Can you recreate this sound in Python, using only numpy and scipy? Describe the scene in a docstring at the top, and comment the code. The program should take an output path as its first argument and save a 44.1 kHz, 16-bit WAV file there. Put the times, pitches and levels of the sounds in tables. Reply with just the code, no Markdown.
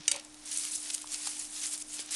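"""A raffia and cloth ornament is picked up and turned by hand at a craft table, close to a webcam microphone.
Its dry strands slide in a dense fine crackle of clicks and fibre rings, and a few snap or flick free.
Cloth and padding rub as filtered clicks and noise; fingers tap as short rings, nails tick as brief bursts.
At the start a small hard object clacks down and settles: noisy cracks, its decaying modes, table knocks.
The room is small, with near reflections, a short tail, a steady hum and soft noise."""
import sys
import numpy as np
from scipy import signal
from scipy.fft import rfft, irfft
from scipy.io import wavfile

SR = 44100
rng = np.random.default_rng(int(sys.argv[2]) if len(sys.argv) > 2 else 0)


def transcribe(u):
    """Save the signal u as a 16-bit wav file named by the first command-line argument.

    u: samples, shape (n,) or (channels, n), limited to [-1, 1]; the rate is SR.
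    q: integer samples, one column per channel.
    """
    v = np.clip(np.atleast_2d(u).T, -1, 1)
    q = np.round(v * 32767).astype(np.int16)
    wavfile.write(sys.argv[1], SR, q)


N = 94903  # length of the scene [samples]


def amp(db):
    """Decibels to gain."""
    return 10 ** (np.asarray(db) / 20)


def unit(x):
    """Scales to an rms of one."""
    return x / np.sqrt(np.mean(x ** 2) + 1e-20)


def read(points, hz):
    """Reads a table on a log-frequency axis."""
    f, value = np.transpose(points)
    return np.interp(np.log(hz + 1), np.log(f + 1), value)


def add(mix, s, sound):
    """Mixes a sound in at a time in seconds."""
    part = mix[max(round(s * SR), 0):][:len(sound)]
    part += sound[:len(part)]


def causal(points, size=2048):
    """Minimum-phase impulse response: the given spectrum with no ringing before it."""
    hz = abs(np.fft.fftfreq(size, 1 / SR))
    log_gain = np.log(amp(read(points, hz)))
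    spectrum = np.exp(np.conj(signal.hilbert(log_gain)))
    return np.fft.ifft(spectrum).real[:size // 2]


def colour(x, points):
    """Gives white sound a spectrum, keeping its power."""
    response = causal(points)
    return signal.fftconvolve(x, response / np.linalg.norm(response))[:len(x)]


def burst(length, fall, first_db=0, size=2048):
    """A first break and a quick run of micro-fractures that holds for its length, then dies."""
    t = np.arange(size) / SR
    fractures = rng.choice([-1., 1.], size)
    envelope = np.exp(-np.maximum(t - length, 0) / fall)
    return fractures * envelope * amp(first_db * (t == 0))


def blip(db, hz, length):
    """A ring that swells to its peak over the length in seconds, then soon dies."""
    t = np.arange(SR // 5) / SR
    envelope = t / length * np.exp(1 - t / length)
    return amp(db) * envelope * np.sin(2 * np.pi * hz * t)


CLUMP_S = .005  # spacing of the random clump levels [s]


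def slips(per_s, spread_db, clump_db):
    """Tiny stick-slip clicks of uneven size that come in clumps."""
    sizes = amp(spread_db * np.minimum(rng.exponential(1, N), 5)) * rng.choice([-1, 1], N)
    knots = np.arange(0, N / SR + CLUMP_S, CLUMP_S)
    clumps = np.interp(np.arange(N) / SR, knots, rng.standard_normal(len(knots)))
    happens = rng.random(N) < per_s / SR
    return unit(sizes * happens * amp(clump_db * clumps))


# Handling of the raffia: (time [s], crisp strand level [dB], duller cloth rub level [dB])
HANDLING_LEVELS = [(0, -66, -52.5), (0.041, -60, -52.5), (.075, -53.5, -49), (.13, -63, -45.5),
                   (.18, -74, -48.5), (.225, -58, -59), (.33, -59, -63.5), (0.45, -54.5, -56),
                   (0.458, -42.5, -49.5), (0.509, -43, -49), (0.519, -34, -42.5), (.55, -37.5, -45),
                   (.66, -35, -45.5), (.70, -41, -46), (0.751, -32, -73), (.765, -37.5, -61),
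                   (0.798, -41.5, -54), (.84, -42, -48.5), (.885, -41, -43.5), (.915, -43, -54),
                   (.94, -35.5, -52), (.975, -46.5, -52), (1.065, -50, -57), (1.10, -43, -49),
                   (1.134, -34, -45), (1.175, -42.5, -48), (1.23, -40, -47), (1.265, -34.5, -42),
                   (1.30, -39.5, -48), (1.38, -41, -52.5), (1.406, -38, -49), (1.49, -47, -58.5),
                   (1.566, -38.5, -48), (1.61, -38.5, -48.5), (1.647, -34, -40), (1.701, -40.5, -55),
                   (1.741, -31.5, -47), (1.77, -47.5, -56), (1.821, -36.5, -62), (1.836, -57, -62),
                   (1.875, -49, -61.5), (1.944, -37.5, -49), (1.985, -45.5, -47), (2.005, -37, -45.5),
                   (2.04, -51, -50.5), (2.1057, -51, -50), (2.11, -34, -42.5), (2.15, -32.5, -37.5)]
# Crisp spectrum of the sliding strands: (frequency [Hz], relative density [dB per Hz])
STRAND_SPECTRUM = [(300, -68), (1000, -19.5), (2000, -13.5), (4000, -8), (6500, -1), (9000, 2.5),
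                   (10300, 2), (13000, -4.5)]
# Spectrum of the cloth rub: (frequency [Hz], relative density [dB per Hz])
CLOTH_SPECTRUM = [(150, -43.5), (600, -24), (1500, -9), (2300, -3.5), (4000, -1), (6000, 0), (12000, -24.5)]
# Muffled rub of the stuffed body: (frequency [Hz], relative density [dB per Hz])
PADDING_SPECTRUM = [(200, -28.5), (450, -6.5), (720, 5), (1500, 1.5), (3000, -10.5)]
FIBRE_DB, CLICK_DB = -4, -1.5  # shares of fibre rings and bare clicks in the crackle
PADDING_DB, PADDING_FOLLOW = -42.5, 0.39  # padding rises 0.39 dB for each dB of cloth


def rustle():
    """Strands, cloth and stuffing slide under the hands: dry clicks, duller clicks and muffled noise."""
    t = np.arange(N) / SR
    times, strand_levels, cloth_levels = np.transpose(HANDLING_LEVELS)
    strands_db = np.interp(t, times, strand_levels)
    cloth_db = np.interp(t, times, cloth_levels)
    clicks = slips(per_s=4500, spread_db=2, clump_db=0.5)
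    crackle = amp(CLICK_DB) * clicks + amp(FIBRE_DB) * fibres()
    strands = crackle * amp(strands_db)
    cloth = slips(per_s=6200, spread_db=2.5, clump_db=3.0) * amp(cloth_db)
    padding = rng.standard_normal(N) * amp(PADDING_DB + PADDING_FOLLOW * cloth_db)
    return colour(strands, STRAND_SPECTRUM) + colour(cloth, CLOTH_SPECTRUM) + colour(padding, PADDING_SPECTRUM)


FIBRE_LOW_HZ, FIBRE_HIGH_HZ = 2165, 12100  # pitch range of the fibres
FIBRE_CYCLES = 6.9  # cycles in which a ring falls to 1/e


def fibres(count=24):
    """Each fibre rings briefly at its own pitch whenever it slips."""
    t, out = np.arange(768) / SR, np.zeros(N)
    for hz in np.linspace(FIBRE_LOW_HZ, FIBRE_HIGH_HZ, count):
        ping = np.exp(-hz * t / FIBRE_CYCLES) * np.sin(2 * np.pi * hz * t)
        plucks = slips(per_s=80, spread_db=1.0, clump_db=4.0)
        out += unit(signal.oaconvolve(plucks, ping)[:N])
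    return unit(out)


# Single strands that buckle: (time [s], level [dB], length [s], duller part re level [dB])
STRAND_SNAPS = [(0.1964, -41.5, 0.004, -2.5), (.2475, -42.5, 0.0033, -11), (0.3433, -42.5, 0.0014, -5),
                (0.5135, -32, 0.0045, -15), (0.561, -29.5, 0.0025, -18), (0.573, -24, 0.0025, -29),
                (0.595, -31, 0.0042, -25), (0.618, -35, 0.0008, -14), (0.651, -29.5, 0.0021, -8),
                (0.753, -32, 0.0083, -26), (0.901, -34, 0.0062, 0), (0.935, -36, 0.0018, -15),
                (0.9427, -26.5, 0.0062, -14), (0.9484, -22.5, 0.0013, -17), (0.98, -36.5, 0.001, -1.5),
                (1.016, -37, 0.0012, -20), (1.0193, -33.5, 0.0012, -8.5), (1.073, -43, 0.0028, -4),
                (1.144, -36, 0.0013, 4.5), (1.2735, -31, 0.001, -21), (1.394, -26, 0.00084, -28),
                (1.398, -27.5, 0.00094, -42), (1.452, -38.5, 0.002, -6), (1.7764, -34.5, 0.0037, -14),
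                (2.0605, -36.5, 0.0013, -21), (2.108, -33, 0.0026, -24)]
# Crisp part of a snap: (frequency [Hz], relative density [dB per Hz])
CRISP_SPECTRUM = [(300, -28.5), (2000, -28), (4500, -14.5), (7000, -0.5), (9800, 3), (13000, -2.5)]
# Duller part of a snap: (frequency [Hz], relative density [dB per Hz])
BUCKLE_SPECTRUM = [(200, -38), (900, -19), (1700, -16), (2600, -6), (4400, -4), (6500, -4), (12000, -44)]
# Stiff straws that flick free: (time [s], level [dB], pitch [Hz])
STRAW_TWANGS = [(.52, -47, 6100), (0.757, -30.5, 5900), (.767, -38, 5200), (2.06, -50, 6330)]
SNAP_FALL_S, TWANG_S = .0009, .0012  # decay after a snap's run, swell of a twang
SNAP_CRACK_DB = 12  # the first break stands above the run that follows


def snaps():
    """Now and then a strand buckles, a crisp snap with a duller part, or flicks free and rings."""
    crisp, dull, rings = np.zeros((3, N))
    for s, db, length, dull_db in STRAND_SNAPS:
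        add(crisp, s, amp(db) * burst(length, SNAP_FALL_S, SNAP_CRACK_DB))
        add(dull, s, amp(db + dull_db) * burst(length, SNAP_FALL_S, SNAP_CRACK_DB))
    for s, db, hz in STRAW_TWANGS:
        add(rings, s, blip(db, hz, TWANG_S))
    return colour(crisp, CRISP_SPECTRUM) + colour(dull, BUCKLE_SPECTRUM) + rings


# Soft taps on the padded body and the table: (time [s], level [dB], pitch [Hz], swell [s])
FINGER_TAPS = [(0, -46, 157, 0.0033), (0.1535, -39.5, 935, 0.0013), (1.0432, -36, 1000, 0.0007),
               (1.2715, -35.5, 880, 0.00081), (1.9935, -42, 434, 0.0011)]
# Fingernails that catch the ornament: (time [s], level of the first contact [dB])
NAIL_TICKS = [(.9012, -37), (1.0732, -24.5), (1.2715, -13), (1.278, -21.5), (1.9928, -17.5)]
# Spectrum of a nail tick: (frequency [Hz], relative density [dB per Hz])
TICK_SPECTRUM = [(250, -21), (700, -10), (1600, -9.5), (4400, -2), (12000, -10)]
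TICK_CHATTER_DB, TICK_FALL_S = -13.5, 0.0024  # chatter re first contact, and its decay


def taps():
    """Fingers knock on the padded body and table as short rings; nails tick with a fading chatter."""
    knocks, nails = np.zeros((2, N))
    for s, db, hz, length in FINGER_TAPS:
        add(knocks, s, blip(db, hz, length))
    for s, db in NAIL_TICKS:
        chatter = burst(0, TICK_FALL_S, first_db=-TICK_CHATTER_DB)
        add(nails, s, amp(db + TICK_CHATTER_DB) * chatter)
    return knocks + colour(nails, TICK_SPECTRUM)


RING_RISE_S = 0.00038  # rise of a struck mode


def struck_mode(hz, db, t60, phase=0):
    """A mode rises smoothly, then loses 60 dB in its t60; the phase is in cycles."""
    t = np.arange(SR // 2) / SR
    swell = np.sin(np.pi / 2 * np.minimum(t / RING_RISE_S, 1)) ** 2
    return amp(db - 60 * t / t60) * swell * np.sin(2 * np.pi * (hz * t + phase))


# Blows of the hard object:
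# (time [s], ring level [dB], crack level [dB], crack length [s], contact [0 end to 1 side])
OBJECT_BLOWS = [(0.0794, -15.5, -21.5, 0.0036, 0.33), (0.1142, -20.5, -22.5, 0.0061, 1),
                (0.147, -38, -48, .003, 0.69), (0.161, -33, -30.5, 0.00073, 0.85)]
# Modes of the object:
# (frequency [Hz], struck on the end re ring level [dB], on the side re ring level [dB], t60 [s])
OBJECT_MODES = [(1383, -35.5, -32.5, 0.26), (1756, -20.5, -17, 0.034), (2065, -24, -38, 0.12),
                (2305, -22.5, -13, 0.055), (2910, 0.5, -16.5, 0.024), (3100, -13, -14.5, 0.03),
                (3780, -15, -11, 0.05), (4620, -24, -3, 0.03), (4840, 1.5, -13.5, 0.024),
                (5900, 2, -18, 0.034), (6550, 5, -5, 0.015), (7140, 4.5, -14, 0.029),
                (8100, -29, -1.5, 0.027), (8270, -8, -11, 0.059), (8910, 6, -7, 0.012),
                (9940, -20, -1.5, 0.026)]
# Spectrum of the crack: (frequency [Hz], relative density [dB per Hz])
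CRACK_SPECTRUM = [(300, -25), (1200, -21), (2200, -5.5), (4000, -8.5), (6500, 0), (10000, -0.5),
                  (13000, -2)]
CRACK_FALL_S = .0013
BEND_LAG_S = .0008  # lag at 3 kHz: bending waves are slower the lower they are


def hard_object():
    """Each blow cracks and rings the modes that its point of contact favours, the low ones last."""
    rings, cracks = np.zeros((2, N))
    for s, ring_db, crack_db, length, place in OBJECT_BLOWS:
        for hz, end_db, side_db, t60 in OBJECT_MODES:
            db = ring_db + np.interp(place, [0, 1], [end_db, side_db])
            lag = BEND_LAG_S * 3000 / hz
            add(rings, s + lag, struck_mode(hz, db, t60, phase=rng.random()))
        add(cracks, s, amp(crack_db) * burst(length, CRACK_FALL_S))
    return rings + colour(cracks, CRACK_SPECTRUM)


# The table top knocks as the object lands and rocks: (time [s], level [dB])
LANDING_KNOCKS = [(0.085, -53), (.118, -44), (.1408, -41.5), (.153, -47.5), (.1665, -41)]
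# Modes of the table top: (frequency [Hz], level re knock [dB], t60 [s])
TABLE_TOP_MODES = [(562, -1, 0.1), (709, -17, 0.07)]
# Dead knock of the table top: (frequency [Hz], relative density [dB per Hz])
THUD_SPECTRUM = [(200, -19), (550, -9.5), (1000, 3), (1550, -12), (2500, 5.5), (7000, -22)]
THUD_DB, THUD_FALL_S = 1.5, 0.0079  # thud re knock level, and its decay


def table_top():
    """The table answers the object with dead, noisy thuds and a few ringing modes."""
    rings, thuds = np.zeros((2, N))
    for s, db in LANDING_KNOCKS:
        add(thuds, s, amp(db + THUD_DB) * burst(0, THUD_FALL_S))
        for hz, mode_db, t60 in TABLE_TOP_MODES:
            add(rings, s, struck_mode(hz, db + mode_db, t60))
    return rings + colour(thuds, THUD_SPECTRUM)


# Steady hum: (frequency [Hz], rms level [dB])
HUM_TONES = [(302.5, -58.5), (119, -80)]
# Spectrum of the room noise: (frequency [Hz], relative density [dB per Hz])
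FLOOR_SPECTRUM = [(10, -11), (25, 12.5), (36, -6.5), (100, -4.5), (170, -7), (275, 1.5), (400, -8.5),
                  (620, -3.5), (1200, -8.5), (2500, -11.5), (6000, -12.5), (13000, -20.5)]
FLOOR_DB = -59  # rms level of the room noise


def background():
    """A steady hum of sine tones over soft, spectrally shaped room noise."""
    t = np.arange(N) / SR
    hum = np.zeros(N)
    for hz, db in HUM_TONES:
        hum += amp(db) * np.sqrt(2) * np.sin(2 * np.pi * (hz * t + rng.random()))
    gain = amp(read(FLOOR_SPECTRUM, np.fft.rfftfreq(N, 1 / SR)))
    air = irfft(rfft(rng.standard_normal(N)) * gain, N)
    return hum + amp(FLOOR_DB) * unit(air)


# Decay of the small room: (frequency [Hz], t60 [s])
ROOM_DECAY = [(100, 0.42), (1000, 0.79), (4000, 0.12), (12000, 0.22)]
# Near reflections: (delay [s], level re direct sound [dB])
NEAR_ECHOES = [(0.0126, -19), (.026, -25.5)]
ROOM_DB = -15  # energy of the tail re direct sound


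def room(x, size=256):
    """A few near reflections and a short diffuse tail of noise that decays by frequency."""
    hz, t, z = signal.stft(rng.standard_normal(SR // 2), SR, nperseg=size)
    decay = amp(-60 * t / read(ROOM_DECAY, hz)[:, None])
    tail = signal.istft(z * decay, SR, nperseg=size)[1]
    response = np.zeros(SR // 2)
    add(response, .009, amp(ROOM_DB) * tail / np.linalg.norm(tail))
    for delay, db in NEAR_ECHOES:
        add(response, delay, amp([db]))
    return x + signal.fftconvolve(x, response)[:N]


def scene():
    """Everything on the table is heard in the room, over the background."""
    on_table = rustle() + snaps() + taps() + hard_object() + table_top()
    return (room(on_table) + background())[None]


# Response of the webcam microphone: (frequency [Hz], gain [dB])
MIC_RESPONSE = [(20, -2), (10300, 0), (11000, -13.5), (11800, -13.5), (12400, -30), (13000, -45)]
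EDGE_HZ = 13090  # band limit


def record(dry):
    """The microphone's treble falls in a step, then a steep low-pass sets the band limit."""
    heard = signal.fftconvolve(dry, causal(MIC_RESPONSE)[None])[:, :N]
    low_pass = signal.firwin(511, EDGE_HZ, window=("kaiser", 9), fs=SR)
    return signal.oaconvolve(heard, low_pass[None], "same")


dry = scene()
out = record(dry)
transcribe(out)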